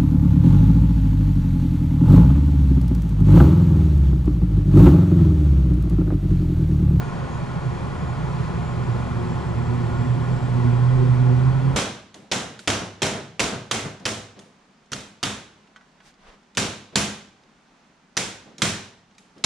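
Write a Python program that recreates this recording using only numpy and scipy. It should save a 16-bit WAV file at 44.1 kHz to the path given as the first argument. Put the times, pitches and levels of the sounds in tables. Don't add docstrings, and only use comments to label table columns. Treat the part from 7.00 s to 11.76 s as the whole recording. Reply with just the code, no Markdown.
import sys
import numpy as np
from scipy import signal
from scipy.fft import rfft, irfft, next_fast_len
from scipy.io import wavfile
from scipy.ndimage import map_coordinates

SR = 44100
rng = np.random.default_rng(int(sys.argv[2]) if len(sys.argv) > 2 else 0)


def store_pcm(level_fs):
    pcm = np.round(np.clip(level_fs, -1, 1) * 32767).astype(np.int16)
    wavfile.write(sys.argv[1], SR, np.atleast_2d(pcm).T)


N = 209955


def amp(db):
    return 10 ** (np.asarray(db) / 20)


def unit(x):
    return x / np.sqrt(np.mean(np.abs(x) ** 2) + 1e-20)


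def along(points, hz):
    f, v = np.transpose(points)
    return np.interp(np.log(hz + 1), np.log(f + 1), v)


def curves(rows):
    times, *columns = np.transpose(rows)
    return [np.interp(np.arange(N) / SR, times, column) for column in columns]


def swells(rows):
    t = np.arange(N) / SR
    bumps = 0
    for centre, length, *db in rows:
        shape = 0.5 ** ((2 * (t - centre) / length) ** 2)
        bumps = bumps + np.outer(db, shape)
    return bumps.squeeze()


def wobble(rate):
    knots = rng.standard_normal(int(N * rate / SR) + 4)
    return map_coordinates(knots, [np.arange(N) * rate / SR])


def filtered(x, response):
    m = next_fast_len(N + SR // 2)
    return irfft(rfft(x, m) * response(np.fft.rfftfreq(m, 1 / SR)), m)[..., :N]


def bell(hz, centre, width):
    return 1 / (1 + (2 * (hz - centre) / width) ** 2)


def turning(hz):
    return 2 * np.pi * (np.cumsum(hz) / SR + rng.random())


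# (time [s], pitch [Hz])
DUCT_PITCH = [(0, 127.7), (1.45, 125.8), (1.75, 121), (2.4, 119), (2.85, 120.1), (3.3, 124), (3.77, 121.3),
              (3.92, 127), (4.12, 123.6), (4.22, 126.2), (4.35, 124.7), (4.53, 130.4), (4.76, 132.8)]
# (time [s], howl level [dB])
FLAME_DRIVE = [(0, -33), (0.6, -32), (1.62, -31), (1.85, -28), (2.15, -26), (2.7, -25), (3.42, -24.5),
               (3.62, -17.5), (4.3, -16), (4.68, -16.5), (4.76, -29.5)]
# (time [s], length [s], change of the howl [dB])
FLARES = [(0.69, 0.068, 7), (1.1, 0.047, 6), (1.41, 0.037, 9), (1.9, 0.067, 5.5), (3.005, 0.038, 6),
          (3.12, 0.058, 8), (3.24, .06, -3), (3.315, .075, 7), (3.39, .05, -5.5), (4.52, 0.035, -3.5),
          (4.615, 0.02, -8)]
# (level at FULL_DB [dB], noisiness factor, flicker [knots/s])
OVERTONES = [(-39.5, 1.7, 26), (-45, 7.4, 36), (-54, 12, 40)]
# (time [s], length [s], second harmonic change [dB], higher ones' change [dB])
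HARD_SPELLS = [(1.77, 0.13, 8.5, -2), (2.77, 0.17, 5, 3), (3.08, .16, 6, -3.5), (3.64, .22, 5, 0.5),
               (3.85, 0.089, -7, -6.5), (4.03, .1, 3, 8.5), (4.3, .17, 3, 6.5)]
WAVER_HZ = 0.6
LOCK_DB, LOCK_SPAN_DB = -28.5, 3.5
FULL_DB, STEEP, GENTLE = -26, 2.5, 0.36


def howl():
    (hz,), (drive_db,) = curves(DUCT_PITCH), curves(FLAME_DRIVE)
    level_db = drive_db + swells(FLARES)
    noise_to_tone = np.exp((LOCK_DB - level_db) / LOCK_SPAN_DB)
    phase = turning(hz + WAVER_HZ * wobble(14))

    def harmonic(order, noisiness, rate):
        flicker = unit(wobble(rate) + 1j * wobble(rate))
        swing = (1 + np.sqrt(noisiness) * flicker) / np.sqrt(1 + noisiness)
        return np.sqrt(2) * np.real(swing * np.exp(1j * order * phase))

    over_db = drive_db - FULL_DB
    growth_db = np.minimum(STEEP * over_db, GENTLE * over_db)
    second_db, higher_db = swells(HARD_SPELLS)
    tone = amp(level_db) * harmonic(order=1, noisiness=noise_to_tone, rate=36)
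    for order, (db, noisier, rate) in enumerate(OVERTONES, 2):
        spell_db = second_db if order == 2 else higher_db
        overtone = harmonic(order, noisier * np.sqrt(noise_to_tone), rate)
        tone += amp(db + growth_db + spell_db) * overtone
    return tone


# (time [s], rumble level [dB])
FLAME_LEVEL = [(0, -32.5), (0.8, -31), (1.6, -29), (2.2, -28.5), (2.6, -29.5), (3.45, -28), (3.8, -31),
               (4.76, -28)]
# (centre [Hz], width [Hz], relative level [dB])
CABIN_MODES = [(57, 4.3, -5), (76.6, 9.4, -1), (99, 4.3, -6), (156, 12.2, -0.5), (172.4, 18, -4),
               (194, 14, -18)]
# (time [s], length [s], rise [dB])
SHUDDER_SWELLS = [(3.92, 0.3, 10), (4.58, .25, 4.8)]
SHUDDER_DB = -44.5


def rumble():
    (flame_db,) = curves(FLAME_LEVEL)

    def modes(hz):
        power = sum(amp(db) ** 2 * bell(hz, centre, width) for centre, width, db in CABIN_MODES)
        return np.sqrt(power) / (1 + (hz / 230) ** 8)

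    boom = unit(filtered(rng.standard_normal(N), modes))
    shudder = np.sqrt(2) * np.sin(turning(24 + 2 * wobble(14)))
    shudder *= amp(2.5 * wobble(12))
    shudder_db = SHUDDER_DB + swells(SHUDDER_SWELLS)
    return amp(flame_db) * boom + amp(shudder_db) * shudder


# (time [s], blade tone [Hz])
BLADE_TONE = [(0, 6615), (1.0, 6868), (2.0, 7165), (3.5, 7680), (4.76, 8130)]
# (time [s], level [dB])
WHINE_LEVEL = [(0, -66), (3.0, -65.5), (3.7, -67.5), (4.2, -74), (4.76, -71.5)]
# (time [s], length [s], change [dB])
WHINE_SWELLS = [(0.05, .09, 4), (0.36, .08, 5), (0.45, .05, -9), (0.86, .08, -8), (1.06, .13, 5),
                (1.71, .2, 4.5), (2.32, 0.09, 8), (2.95, .3, 2), (3.18, .07, -10), (3.41, .18, 7),
                (3.58, .08, -6)]
BLADES = 15
LOWER_DB, UPPER_DB = -10, -8
WHINE_FADING_DB, WHINE_FADES_PER_S = 3, 27


def whine():
    (hz,), (level_db,) = curves(BLADE_TONE), curves(WHINE_LEVEL)
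    phase = turning(hz + 3 * wobble(40))

    def fading():
        return WHINE_FADING_DB * np.array([wobble(WHINE_FADES_PER_S), wobble(WHINE_FADES_PER_S)])

    tones = amp(level_db + swells(WHINE_SWELLS) + fading()) * np.sin(phase)
    for step, db in ((-1, LOWER_DB), (1, UPPER_DB)):
        tones += amp(level_db + db + fading()) * np.sin((1 + step / BLADES) * phase)
    return tones


FAN_HZ = 356.4
# (blade order, level [dB])
FAN_ORDERS = [(1, -49.5), (2, -49.5), (3, -57), (4, -54.5), (5, -65), (6, -66), (9, -69), (12, -73.5)]
# (pitch [Hz], level before a common 1 dB cut [dB])
BLOWERS = [(274, -52), (479, -51.5), (533, -55), (785, -55), (1226, -57), (1813, -63.5)]


def fans():
    phase = turning(FAN_HZ + 0.5 * wobble(12))
    tones = 0
    for order, db in FAN_ORDERS:
        tones = tones + amp(db + 3.8 * wobble(5.86)) * np.sin(order * phase)
    for hz, db in BLOWERS:
        blower = np.sin(turning(hz + 1.61 * wobble(15)))
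        tones = tones + amp(db - 1.0 + 2.7 * wobble(6.6)) * blower
    return tones


def walls(x, echo_db, t60):
    t = np.arange(SR // 20) / SR
    tail = rng.standard_normal(len(t)) * amp(-60 * t / t60)
    tail *= t > 0.006
    return x + amp(echo_db) * signal.fftconvolve(x, tail / np.linalg.norm(tail))[:N]


# (time [s], level [dB])
FLOW_LEVEL = [(0, -35.5), (1.2, -35), (3.3, -34.5), (4.76, -35)]
# (frequency [Hz], relative spectral level [dB])
AIR_COLOUR = [(150, -17), (215, 4), (280, 0.5), (318, -4.5), (400, -1), (600, -3), (820, 0), (1120, -3.5),
              (1220, -7.5), (1700, -10.5), (2800, -18.5), (5000, -24.5), (7500, -29.5), (8800, -34),
              (11000, -35)]
# (centre [Hz], width [Hz], change [dB])
VENT_RESONANCES = [(346, 39, 8.5), (409, 19, 4), (478, 9.8, 3.5), (586, 30, 0.5), (750, 33, -4),
                   (760, 34, -2), (1057, 135, 4), (1306, 46, 4), (1448, 132, 6), (1554, 110, -4.5),
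                   (1760, 100, 1.5), (1956, 76, 4.5), (2070, 64, -2), (2424, 200, 4.5), (3290, 200, 4),
                   (4310, 130, 3)]
# (frequency [Hz], likeness [0-1])
PORT_LIKENESS = [(100, 0.95), (250, 1), (500, 0.89), (1100, 0.9), (2200, 0.58), (3500, 0.67), (10000, 0.67)]


def vents():
    def colour(hz):
        resonances_db = sum(db * bell(hz, centre, width) for centre, width, db in VENT_RESONANCES)
        gain = amp(along(AIR_COLOUR, hz) + resonances_db)
        turn = np.arccos(np.clip(along(PORT_LIKENESS, hz), -1, 1)) / 2
        return gain * np.array([np.cos(turn), np.sin(turn)])

    noises = rng.standard_normal((2, N))
    flow = np.array([walls(noise, echo_db=-13.0, t60=0.071) for noise in noises])
    mid, side = filtered(flow, colour)
    (flow_db,) = curves(FLOW_LEVEL)
    return amp(flow_db + 0.32 * wobble(6.05)) * unit(np.array([mid + side, mid - side]))


# (pitch [Hz], scale of the wander [Hz], level [dB])
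WHISTLES = [(1069, 35, -54.5), (1460, 30, -56)]


def whistles():
    tones = 0
    for hz, wander, db in WHISTLES:
        tone = np.sin(turning(hz + wander * wobble(16)))
        tones = tones + amp(db + 2.7 * wobble(22)) * tone
    return tones


def scene():
    return howl() + rumble() + whine() + fans() + vents() + whistles()


# (frequency [Hz], left lead [rad])
PORT_LEAD = [(40, 0.04), (90, 0.1), (125, 0.71), (185, 1.25), (380, 1.48), (700, 1.2), (1300, 1.07),
             (2200, 0.8), (3300, 0.6), (7500, .4), (10500, .05)]
# (frequency [Hz], left minus right [dB])
PORT_TILT = [(35, .3), (85, -0.5), (112, -6), (150, -4.5), (205, 4.5), (250, -2.5), (310, 5.5), (380, 5.5),
             (800, 4), (1150, 2), (1300, 0), (3300, -2), (5800, -4), (9500, -1.2)]
TOP_HZ = 11000


def record(dry):
    def ports(hz):
        half = amp(along(PORT_TILT, hz) / 2) * np.exp(1j * along(PORT_LEAD, hz) / 2)
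        pair = np.array([half, 1 / half])
        return pair / np.abs(pair.mean(axis=0))

    return filtered(filtered(dry, ports), lambda hz: hz < TOP_HZ)


dry = scene()
out = record(dry)
store_pcm(out)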